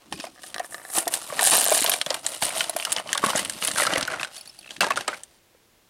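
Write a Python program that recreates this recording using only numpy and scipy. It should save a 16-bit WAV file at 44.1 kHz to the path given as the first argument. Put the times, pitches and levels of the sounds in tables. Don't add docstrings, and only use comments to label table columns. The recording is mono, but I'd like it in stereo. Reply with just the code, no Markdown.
import sys
import numpy as np
from scipy import signal
from scipy.fft import rfft, irfft
from scipy.io import wavfile
from scipy.ndimage import uniform_filter1d

SR = 44100
rng = np.random.default_rng(int(sys.argv[2]) if len(sys.argv) > 2 else 0)


def voltage_ratio(level):
    return 10 ** (np.asarray(level, float) / 20)


def store_pcm(level_fs):
    pcm = np.round(np.clip(level_fs, -1, 1) * 32767).astype(np.int16)
    wavfile.write(sys.argv[1], SR, np.atleast_2d(pcm).T)


N = 260120

# (time [s], peak
# level [dB], treble share [dB])
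SNAPS = [(0.1252, -13, -11), (0.2, -16.5, -17), (0.2392, -26, -13), (0.434, -24, -14),
         (0.5433, -14.5, -17), (0.562, -27, 0.5), (0.581, -20.5, -7), (0.5957, -18, -7),
         (0.744, -24, -19), (0.9548, -23.5, 10), (0.9849, -2, -1.5), (1.056, -26, -6),
         (1.0782, -8, -4), (1.1389, -1.5, -1.5), (1.3929, -4.5, -4.5), (1.4104, -12, -10),
         (1.5154, -10, -13), (1.749, -7, -12), (1.7737, -11, -23), (1.8428, -2, 8),
         (1.862, -2.5, -15), (1.8957, -1.5, 15), (1.917, -7, -37), (1.937, -4, -5.5),
         (2.015, -8, -11), (2.063, -15.5, -9), (2.1045, -6.5, -35), (2.1427, -11.5, -4.5),
              (2.264, -1.5, -1), (2.4234, -7, -24), (2.492, -13, 0), (2.606, -9, -20), (2.643, -17.5, -13),
              (2.6957, -9, 0), (2.765, -10.5, -1.5), (2.8505, -8, -7), (2.9196, -4.5, 0.5), (2.9259, -3, 1),
              (2.964, -7.5, -18), (3.13, -1, -7), (3.1494, -10, -5), (3.176, -9, -1.5), (3.262, -9, 3),
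              (3.3595, -6.5, 1.5), (3.38, -23, -22), (3.449, -10.5, -3.5), (3.497, -8, -2),
         (3.6244, -31, 6), (3.649, -4, 5), (3.673, -6, 3), (3.714, -7.5, -2), (3.783, -8, -1.5),
              (3.867, -4, -21), (3.936, -7, -12), (3.956, -13, -14), (3.98, -9, -5.5), (4.01, -11.5, -7),
              (4.028, -9.5, -18), (4.0759, -15.5, -7), (4.198, -27, -24), (4.232, -14.5, -23),
              (4.2468, -18, -27), (4.707, -20, -19), (4.7652, -22, -14), (4.807, -2, -13.5),
              (4.9048, -17, -6), (4.959, -17.5, -19), (4.973, -12.5, -9.5), (5.0795, -5, -5),
              (5.2345, -17.5, 0.5)]
# (time [s], peak level [dB])
SEAM_TICKS = [(1.4204, -20), (1.4248, -27), (1.43, -1), (1.44, -5), (1.451, -1), (1.458, -6.5),
              (1.465, -1.5), (1.4695, -20), (1.4735, 1), (1.484, -7.5), (1.4896, -4), (1.513, -5),
              (1.5474, -5), (1.5523, -10), (1.5582, -5), (1.5694, -5), (1.5745, -5), (1.5797, -12),
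              (1.586, -7), (1.6097, -5), (1.6147, -4), (1.626, -12), (1.6344, -10), (1.642, -3),
              (1.647, -9), (1.654, -4), (1.663, -4), (1.6744, -8), (1.683, -5), (1.692, -11), (1.6966, -6),
              (1.7047, -7), (1.7147, -8), (1.7244, -35), (1.737, -13)]
SNAP_T60_S, SEAM_T60_S = 0.021, 0.006
TAUT_FOLD_HZ, LOOSE_FOLD_HZ, LOOSE_S = 4670, 3170, 0.9

# (time [s], peak level [dB], panel pitch [Hz])
SHELL_POPS = [(0.123, -17.5, 830), (0.239, -16, 667), (0.269, -26, 730), (0.6, -15, 723), (0.976, -12, 787),
              (1.07, -11.5, 680), (1.299, -20.5, 1140), (1.324, -16.5, 598), (1.3913, -8, 1800),
              (1.422, -11, 720), (1.471, -14, 735), (1.528, -11.5, 670), (1.663, -16, 690),
              (1.686, -14, 630), (1.747, -18.5, 710), (1.768, -17, 690), (1.791, -22, 615),
              (1.717, -4, 624), (1.844, -12, 680), (1.884, -16.5, 619), (1.919, -19.5, 713),
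              (1.939, -17.5, 750), (2.015, -23, 1270), (2.065, -17, 610), (2.105, -12, 552),
              (2.42, -13.5, 830), (2.562, -20, 706), (2.608, -14.5, 1470), (2.694, -17, 690),
              (2.762, -14, 683), (2.869, -17.5, 1340), (2.961, -18.5, 667), (3.058, -24.5, 620)]
# (time [s], peak level [dB], panel pitch [Hz])
TRAY_POPS = [(3.152, -13.5, 1120), (3.178, -18, 1610), (3.228, -15, 1120), (3.237, -4, 1120),
             (3.266, -12, 1110), (3.284, -13.5, 1130), (3.33, -16.5, 1000), (3.35, -11, 616),
             (3.621, -19.5, 1314), (3.709, -23, 1360), (3.799, -4.5, 1422), (3.819, -12, 590),
             (3.869, -8, 1320), (3.956, -9.5, 540), (4.078, -13.5, 1486), (4.136, -14.5, 1430),
             (4.197, -28, 1540), (4.806, -7, 1520), (4.866, -20, 575), (4.9049, -7, 1112),
             (4.972, -9.5, 1424), (5.08, -6.5, 1270), (5.129, -17.5, 1500), (5.547, -45.5, 512)]
POP_T60_S, POP_PITCH_LAW, POP_STRENGTH_LAW = 0.064, 0.0034, 0.11
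TRAY_S = 3.15

# (time [s], peak level [dB], crease pitch [Hz])
PULL_CREASES = [(1.7667, -15, 3750), (1.7725, -19, 3000), (1.7826, -13, 3120), (1.79, -7, 4130),
                (1.7995, -10, 3880), (1.8173, -15, 3770), (1.827, -7.5, 3190), (1.8333, -8, 4130),
                (1.8426, -7, 2900), (1.863, -13, 3020), (1.882, -16, 2780), (1.8956, -5, 2480),
                (1.9193, -5, 3250), (1.939, -14, 2350), (2.0141, -0.5, 3180), (2.0628, -10, 3400),
                (2.1043, -15, 4680), (2.1438, -11.5, 4330), (2.244, -19, 5660), (2.264, -9.5, 4300),
                (2.337, -19.5, 3230), (2.425, -8.5, 2320), (2.4467, -14, 4200), (2.492, -16, 3650),
                (2.505, -15, 2270), (2.573, -12, 3100), (2.6082, -0.5, 3100), (2.642, -12, 3560),
                (2.6968, -12, 4030), (2.7644, -17, 2420), (2.7996, -7, 3120), (2.8257, -12.5, 2800),
                (2.8516, -12, 2960), (2.922, -9.5, 3700), (2.9646, -11, 3600), (2.9833, -10, 2950),
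                (3.075, -19.5, 3030), (3.0916, -14, 2980), (3.118, -15, 3340), (3.1305, -22, 3460),
                (3.1789, -3.5, 3500)]
# (time [s], peak level [dB], crease pitch [Hz])
TRAY_CREASES = [(3.231, -26, 1380), (3.2622, -10, 4000), (3.2994, -14, 1400), (3.3334, -10.5, 1430),
                (3.354, -9.5, 1960), (3.376, -17, 1650), (3.3916, -10.5, 1990), (3.4492, -19, 2530),
                (3.4576, -14, 3060), (3.4985, -16, 5400), (3.625, -5.5, 2865), (3.6516, -11.5, 2590),
                (3.6776, -7, 3170), (3.708, -21, 1800), (3.7602, -13, 1580), (3.774, -12, 1500),
                (3.784, -5.5, 1370), (3.802, -6.5, 1424), (3.8213, -5.5, 1880), (3.835, -5, 1660),
                (3.852, -5.5, 1620), (3.8683, -23, 1520), (3.9047, -14, 1600), (3.9368, -10.5, 3140),
                (3.9601, -7, 1990), (3.972, -15, 1360), (3.987, -16, 1720), (4.0115, -12, 1400),
                (4.0271, -11, 4760), (4.052, -12, 5870), (4.08, -24, 1550), (4.1414, -19, 1380),
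                (4.1973, -13.5, 2630), (4.2129, -17, 1580), (4.231, -7, 2620), (4.2477, -16.5, 1530),]
# (time [s], peak level [dB], pitch [Hz])
BOUNCES = [(4.809, -1, 2700), (4.8143, -4, 2670), (4.8218, -2, 2720), (4.8326, -4, 1017),
           (4.8436, -4.5, 1640), (4.867, -12, 910), (4.8737, -14, 930), (4.9068, -4.5, 1740),
           (4.911, -7, 1080), (4.9202, -9.5, 2600), (4.9345, -43.5, 2710), (4.9593, -21, 950),
           (4.9757, -13, 1496), (5.081, -18, 1210), (5.087, -26, 1260), (5.132, -25, 1470),
           (5.1436, -19, 2280)]
CREASE_CYCLES, CREASE_LONGEST_S, CREASE_DB = 54, 0.04, -2

# (frequency [Hz], response [dB])
FIBRES = [(2940, -41.5), (5000, -8), (6710, -2), (8840, 8.5), (10200, 9.5), (12200, -8.5), (16000, -13.5),
          (17000, -63)]
# (frequency [Hz], response [dB])
SHEET = [(940, -33.5), (1600, -2), (1860, -4.5), (2040, -21.5), (2890, -1.5), (5020, -6), (7000, -11),
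         (9100, -7.5), (15400, -120)]
# (frequency [Hz], response [dB])
SHELL = [(120, -34), (200, -17), (455, -12.5), (628, -1.5), (831, -11), (1070, -5), (1210, -9.5),
         (2400, -13), (3300, -39.5), (6000, -67)]
# (frequency [Hz], response [dB])
TRAY = [(120, -53.5), (200, -10.5), (432, -7), (548, 4), (831, -1.5), (1200, -4), (1340, 1.5), (2400, -6),
        (3300, -34), (6000, -64)]
# (frequency [Hz], response [dB])
BUMPS = [(15, -49.5), (25, -18), (80, -12), (165, -4.5), (330, -4), (430, -16), (660, -92)]
# (time [s], crackle level [dB], brightness [dB])
STRAIN = [(0, -62, -16), (.33, -66, 1), (.5, -52.5, -7), (.82, -50, -0.5), (.93, -42.5, 14.5),
          (1.05, -43.5, -3), (1.28, -43, 3.5), (1.6, -34.5, -3), (1.93, -31.5, 4), (2.03, -48, 0),
          (2.5, -35.5, -5), (3.03, -46.5, -2.5), (3.42, -47, -3), (3.7, -39.5, 3.5), (3.95, -33.5, -17),
          (4.19, -53, -19), (4.55, -60.5, 2), (5.39, -66.5, -4.5)]
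# (start [s], hold [s], level [dB], brightness [dB])
SQUEEZES = [(0.134, 0.024, -52, 6), (0.194, 0.06, -46, -5), (0.436, 0.035, -54, 16),
            (0.707, 0.043, -62, 30), (0.966, 0.0056, -25, 9.5), (1.126, 0.032, -34, 6),
            (1.42, 0.19, -29, 10.5), (1.519, 0.062, -25.5, -4.5), (1.724, 0.087, -32, 14),
            (2.093, 0.067, -39, -11.5), (2.27, 0.15, -51.5, 18), (2.422, 0.0072, -25, 7),
            (2.562, 0.057, -35.5, 5), (2.785, 0.042, -44.5, 9.5), (2.903, 0.0059, -32, -6),
            (2.975, 0.015, -33.5, -13), (3.063, 0.13, -41, -10), (3.241, 0.066, -32, -3),
            (3.364, 0.029, -28.5, -1.5), (3.618, 0.027, -34, 4), (3.781, 0.055, -30, 5),
            (4.212, 0.022, -37, -7), (4.328, 0.046, -50, 4), (4.71, 0.031, -50, -7),
            (3.66, 0.0049, -36, -2), (0.66, 0.01, -44, 8), (1.344, 0.052, -35, -5.5),
            (4.113, 0.027, -35, -18), (5.119, 0.056, -56, 5)]
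# (start [s], hold [s], level [dB], brightness [dB])
DROPS = [
    (4.809, 0.0053, -24, -12.5),
    (4.902, 0.0063, -40, -17),
    (4.963, 0.048, -41, -14),
    (5.076, 0.031, -39, -21.5),
]
SWELL_DB_PER_S, DROP_DB_PER_S = 606.5, 9000
FIBRE_FADE_DB_PER_S, SHEET_FADE_DB_PER_S, SHELL_FADE_DB_PER_S = 343, 287, 230.5
# (middle [s], half length [s], depth [dB])
LULLS = [
    (0.685, 0.016, -13),
    (2.216, 0.022, -9.5),
    (2.397, 0.033, -12.5),
    (2.73, 0.03, -6.5),
    (3.041, 0.035, -10),
    (3.61, 0.012, -5),
    (4.323, 0.021, -5.5),
    (4.8, 0.0097, -7),
]
# (time [s], gain [dB])
SHEET_SHARE = [
    (.45, 6),
    (.6, -4),
    (.9, -10),
    (1.3, 0.5),
    (4.25, 2.6),
    (4.35, 6),
    (4.75, 6.5),
    (4.8, 5.5),
]
# (time [s], bump level [dB])
GRIP = [(0, -73), (0.12, -48), (0.14, -34), (0.22, -52.5), (0.9, -64), (1.05, -58), (2.3, -63), (2.45, -57),
        (2.8, -73), (3.3, -38.5), (3.55, -49.5), (3.9, -40.5), (4.2, -50), (4.4, -76), (4.9, -48),
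        (5.4, -84)]
RAREST = 0.012

# (time [s], peak level [dB])
RATCHET = [(0.3603, -45), (0.3775, -44), (0.3844, -49), (0.3926, -41.5), (0.4393, -31), (0.545, -29.5),
           (0.5623, -25), (0.5816, -23.5), (0.5975, -25), (0.637, -42), (0.6458, -31), (0.7242, -35),
           (0.7448, -24), (0.7811, -35.5), (0.7979, -36), (0.8167, -42), (0.851, -30.5), (0.8665, -49),
           (0.8908, -41), (0.9004, -31), (0.9118, -48), (0.9321, -37),]
# (frequency [Hz], level [dB], T60 [s])
FLAP = [(750, -5, 0.037), (1230, -5, 0.031), (1740, -0.5, 0.032), (1890, 1.5, 0.015), (4000, 2, 0.0077),
        (5410, 5.5, 0.0096)]
# (start [s], end [s], slip rate [1/s], peak level [dB], pitch [Hz])
JUDDER = (4.61, 4.7, 64, -41, 2600)
JUDDER_RISE_DB_PER_S = 188

# (time [s], peak level [dB], second ring [dB])
AXLES = [
    (4.379, -26.5, 2),
    (4.386, -34, 1),
    (4.41, -25, 8),
    (4.4747, -26.5, -12),
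    (4.495, -30.5, 23),
    (4.589, -27, -3),
]
# (frequency [Hz], level [dB])
AXLE_MODES = [(4520, 12), (5310, -1), (5670, -6), (10670, 10), (2480, -1), (720, -2)]
# (time [s], peak level [dB])
SHIFTS = [
    (0.13, -29),
    (0.143, -43),
    (0.159, -34),
    (0.206, -25.5),
    (0.243, -40),
    (0.266, -32),
]
# (frequency [Hz], level [dB])
BODY_MODES = [(2470, 1), (3300, -15), (4640, -4), (5300, -3)]
AXLE_T60_S, BODY_T60_S = 0.022, 0.027

# (time [s], peak level [dB], pitch [Hz])
THUDS = [(.122, -30, 310), (0.194, -32.5, 280), (0.552, -40.5, 202), (.979, -22, 330), (1.064, -33, 307),
         (1.299, -40, 160), (1.525, -36, 307), (1.817, -24, 291), (2.065, -33, 176), (2.424, -28, 220),
         (2.752, -28.5, 320), (2.98, -34, 220), (3.238, -11, 390), (3.263, -22, 201), (3.351, -20.5, 246),
         (3.623, -32.5, 180), (3.932, -34, 193), (4.826, -29, 204)]
THUD_CYCLES = 7

# (frequency [Hz], side re mid [dB])
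PORTS = [(60, -32), (110, -21), (200, -22), (380, -16), (700, -16.5), (1290, -9.5), (2380, -10),
         (4400, -11.5), (8120, -13), (15000, -29)]
# (time [s], left minus right [dB])
SIDEWAYS = [
    (0, 0),
    (2.9, -1),
    (3.2, 0.9),
    (4.1, -2),
    (5.1, -2.5),
    (5.4, -1),
]
ROOM_T60_S, ROOM_DB, ROOM_HZ = 0.065, -12, 4900
# (frequency [Hz], level [dB])
AIR = [(15, -52.5), (25, -7.5), (163, -10.5), (296, -11.5), (339, -9.5), (746, -14), (809, -14.5),
       (1390, -17.5), (2530, -17.5), (15200, -26), (16500, -25.5)]
# (frequency [Hz], correlation [0-1])
AIR_ALIKE = [(60, 1), (130, 0.8), (290, 0.43), (640, 0), (1410, 0.01), (3100, 0.4), (6820, 0.84),
             (15000, 0.95)]
AIR_DB = -59.5
TOP_HZ = 15950


def fold_snaps():
    out, t = np.zeros(N), np.arange(3000) / SR
    folds = [(*row, SNAP_T60_S) for row in SNAPS]
    for s, db, treble_db, t60 in folds + seam_snaps():
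        slips, after = rng.standard_normal((2, len(t)))
        grain = uniform_filter1d(np.abs(after) ** 4, size=24) / 3
        crack = 2.53 * np.exp(-t / 0.00038)
        body = voltage_ratio(-60 * t / (1.06 * t60))
        tail = 0.5 * grain * voltage_ratio(-60 * t / (1.77 * t60))
        burst = slips * (crack + body + tail) * np.minimum(t / 0.000092, 1)
        share = np.clip(voltage_ratio(treble_db), 0.03, 0.97)
        treble = colour(burst, bent(FIBRES, 1.124 ** after[0]))
        add(out, s, treble, db - 0.5 + 20 * np.log10(share))
        fold_hz = (LOOSE_FOLD_HZ if s > LOOSE_S else TAUT_FOLD_HZ) * 1.33 ** after[1]
        ring = np.convolve(burst, modes(t[:300], fold_hz, 0.0012, [], spread=0))[:len(t)]
        dull = unit(colour(burst, SHEET)) + 0.36 * unit(ring)
        add(out, s, dull, db - 1.0 + 10 * np.log10(1 - share ** 2))
    return highpass(out, 2, 500)


def seam_snaps():
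    return [(s, db + 1.5, -1.2, SEAM_T60_S) for s, db in SEAM_TICKS]


def panel_pops():
    out, t = np.zeros(N), np.arange(3000) / SR
    for s, db, hz in SHELL_POPS + TRAY_POPS:
        chance, jerks = rng.random(5), rng.standard_normal(len(t))
        t60 = POP_T60_S * (hz / 1e3) ** POP_PITCH_LAW * voltage_ratio(db + 9.5) ** POP_STRENGTH_LAW
        ring = modes(t, hz, 0.45 * t60, chance, spread=0.713)
        add(out, s, ring * (1 - np.exp(-(t / 0.0023) ** 2)), db - 4.5)
        rattle = jerks * voltage_ratio(-60 * t / (1.3 * t60))
        add(out, s, colour(rattle, SHELL if s < TRAY_S else TRAY), db - 9.0)
    return highpass(out, 3, 330)


def crease_flicks():
    out, t = np.zeros(N), np.arange(1500) / SR
    soften = np.hanning(8)
    for s, db, hz in PULL_CREASES + TRAY_CREASES + BOUNCES:
        chance, jerks = rng.random(4), rng.standard_normal(len(t))
        ring = modes(t, hz, min(CREASE_CYCLES / hz, CREASE_LONGEST_S), chance, spread=0.6)
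        click = jerks * np.exp(-t / 0.0003)
        add(out, s, np.convolve(ring, soften) / 5.7 + np.convolve(click, soften) / 2, db + CREASE_DB)
    return highpass(out, 2, 700)


def rustle(t, fibres, sheet, shell, bumps):
    shared = unit(crackle(per_s=600, scatter_db=3.2, grain_s=0.0018))
    fine = unit(crackle(per_s=3200, scatter_db=7.5, grain_s=0.0011))
    coarse = unit(crackle(per_s=200, scatter_db=5.0, grain_s=0.0028))
    soft = unit(crackle(per_s=270, scatter_db=7.5, grain_s=0.012))

    def hollow(body):
        return unit(0.85 * colour(shared, body) + 0.46 * colour(coarse + fine, bent(body, 1.18)))

    treble = 0.3 * colour(shared, bent(FIBRES, 1.25)) + 0.94 * colour(fine, bent(FIBRES, 0.97))
    flat = colour(0.87 * shared + 0.74 * fine, SHEET) + 0.63 * colour(coarse, bent(SHEET, 1.255))
    body = np.where(t < TRAY_S, hollow(SHELL), hollow(TRAY))
    bumping = colour(0.49 * coarse + 0.74 * soft, BUMPS)
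    return fibres * unit(treble) + sheet * unit(flat) + shell * body + bumps * unit(bumping)


def crackle(per_s, scatter_db, grain_s):
    chance = rng.random((2, N))
    slips = (chance[0] < per_s / SR) * voltage_ratio(-scatter_db * np.log(chance[1] + RAREST))
    fade = np.exp(-1 / (grain_s * SR))
    return signal.lfilter([1], [1, -fade], slips) * rng.standard_normal(N)


def hands(t):
    level, bright = curves(STRAIN, t)
    hush = sum(db * np.exp(-((t - s) / half) ** 2) for s, half, db in LULLS)
    moves = [(*row, SWELL_DB_PER_S) for row in SQUEEZES] + [(*row, DROP_DB_PER_S) for row in DROPS]
    gains = []
    for lean, fade in [(0.73, FIBRE_FADE_DB_PER_S), (0.26, SHEET_FADE_DB_PER_S), (-0.34, SHELL_FADE_DB_PER_S)]:
        power = voltage_ratio(level + lean * bright) ** 2
        for start, hold, db, bright_db, swell in moves:
            under = swell * np.maximum(start - t, 0) + fade * np.maximum(t - start - hold, 0)
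            power = power + voltage_ratio(db + lean * bright_db - under) ** 2
        gains.append(np.sqrt(power) * voltage_ratio(hush))
    return gains[0], gains[1] * voltage_ratio(curves(SHEET_SHARE, t)[0]), gains[2]


def stick_slip_ticks():
    out, t = np.zeros(N), np.arange(1200) / SR
    for s, db in RATCHET:
        jerks = rng.standard_normal(40)
        ring = 0
        for (hz, mode_db, t60), c in zip(FLAP, jerks[::-1]):
            decay = voltage_ratio(mode_db + 2 * c - 60 * t / t60)
            ring = ring + decay * np.sin(2 * np.pi * hz * (1 + 0.019 * c) * t)
        add(out, s, np.convolve(ring, np.abs(jerks) * np.exp(-t[:40] / 0.0001)), db + 8.0)
        add(out, s, np.diff(jerks) * np.hanning(39), db - 5.0)
    start, end, per_s, db, hz = JUDDER
    for s in np.arange(start, end, 1 / per_s):
        chance, jerks = rng.random(4), rng.standard_normal(400)
        ring = modes(t, hz, 0.0086, chance, spread=0.59) + 0.25 * modes(t, 0.274 * hz, 0.027, [], spread=0)
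        rise_db = JUDDER_RISE_DB_PER_S * min(s - start, 0.05)
        add(out, s, np.convolve(ring, jerks * np.hanning(400) ** 2), db + rise_db)
    return highpass(out, 2, 500)


def metal_toy():
    out, t = np.zeros(N), np.arange(4000) / SR
    hits = [(s, db, lean_db, AXLE_MODES, AXLE_T60_S) for s, db, lean_db in AXLES]
    hits += [(s, db, 0, BODY_MODES, BODY_T60_S) for s, db in SHIFTS]
    for s, db, lean_db, rings, t60 in hits:
        jerks = rng.standard_normal(300)
        ring = 0
        for k, ((hz, mode_db), b) in enumerate(zip(rings, jerks)):
            decay = voltage_ratio(mode_db + lean_db * (k == 1) - 60 * t / t60)
            ring = ring + decay * np.sin(2 * np.pi * hz * (1 + 0.008 * b) * t + np.pi * b)
        add(out, s, ring * (1 - np.exp(-t / 0.0015)), db - 1.0)
        add(out, s, np.diff(jerks) * np.exp(-t[1:300] / 0.001), db - 9.0)
    return out


def thuds():
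    out, t = np.zeros(N), np.arange(5000) / SR
    for s, db, hz in THUDS:
        ring = modes(t, hz, THUD_CYCLES / hz, rng.random(6), spread=0.8)
        add(out, s, ring * np.minimum(t * hz, 1), db)
    return highpass(out, 2, 130)


def modes(t, hz, t60, chance, spread):
    ring = np.sin(2 * np.pi * hz * t) * voltage_ratio(-60 * t / t60)
    for u in chance:
        near_hz = hz * 2 ** (spread * (2 * u - 1))
        ring = ring + 0.32 * np.sin(2 * np.pi * near_hz * t) * voltage_ratio(-60 * t / (0.72 * t60))
    return ring


def bent(table, stretch):
    return [(hz * stretch, db) for hz, db in table]


def colour(x, table):
    size = 2 ** 11
    cep = irfft(np.log(voltage_ratio(np.maximum(on_bins(table, size), -80))), size)
    cep[1:size // 2] *= 2
    cep[size // 2 + 1:] = 0
    return signal.fftconvolve(x, irfft(np.exp(rfft(cep)), size))[:len(x)]


def on_bins(table, size):
    hz, value = np.transpose(table)
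    return np.interp(np.log(np.fft.rfftfreq(size, 1 / SR) + 1), np.log(hz + 1), value)


def curves(table, t):
    s, *columns = np.transpose(table)
    return [np.interp(t, s, c) for c in columns]


def unit(x):
    return x / np.sqrt(np.mean(x ** 2))


def highpass(x, order, hz):
    return signal.lfilter(*signal.butter(order, hz, "high", fs=SR), x)


def add(track, s, sound, db):
    i = int(s * SR)
    track[i:i + len(sound)] += (sound * voltage_ratio(db) / np.abs(sound).max())[:N - i]


def ports(x, pan_db):
    side = colour(echoes(x, 0.012, 0.00012, count=14), PORTS) * voltage_ratio(-4.0)
    return np.array([x + side, x - side]) * voltage_ratio(np.array([pan_db, -pan_db]) / 2)


def room(x):
    tail = echoes(x, ROOM_T60_S / np.log(1000), 0.00024, count=14)
    return voltage_ratio(ROOM_DB) * signal.lfilter(*signal.butter(1, ROOM_HZ, fs=SR), tail)


def echoes(x, decay_s, onset_s, count):
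    t, out = np.arange(6000) / SR, np.zeros(N)
    place = np.arange(N) * count / N
    for k in range(count + 1):
        tail = rng.standard_normal(len(t)) * np.exp(-t / decay_s) * np.minimum(t / onset_s, 1)
        part = x * np.sqrt(np.maximum(1 - np.abs(place - k), 0))
        out = out + signal.oaconvolve(part, tail / np.sqrt(np.sum(tail ** 2)))[:N]
    return out


def air():
    mid, side = rfft(rng.standard_normal((2, N))) * voltage_ratio(on_bins(AIR, N))
    alike = np.clip(on_bins(AIR_ALIKE, N), -0.99, 0.99)
    mid = irfft(mid, N)
    side = irfft(side * np.sqrt((1 - alike) / (1 + alike)), N)
    return np.array([mid + side, mid - side]) * voltage_ratio(AIR_DB) / np.std(mid)


def scene():
    t = np.arange(N) / SR
    fibres, sheet, shell = (np.repeat(g, 32)[:N] for g in hands(t[::32]))
    bumps = voltage_ratio(curves(GRIP, t)[0] - 3.0) + voltage_ratio(-22.0) * shell
    pack = fold_snaps() + panel_pops() + thuds() + stick_slip_ticks() + crease_flicks() + metal_toy()
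    pack = pack + rustle(t, fibres, sheet, shell, bumps) * (t < STRAIN[-1][0])
    return ports(pack + room(pack), curves(SIDEWAYS, t)[0]) + air()


def low_pass(x):
    return signal.sosfilt(signal.butter(12, 16970, fs=SR, output="sos"), x)


def record(dry):
    top = signal.ellip(8, 0.2, 60, TOP_HZ, fs=SR, output="sos")
    rounded = np.tanh(1.346 * dry) / 1.579
    return low_pass(signal.sosfilt(top, rounded))


dry = scene()
out = record(dry)
store_pcm(out)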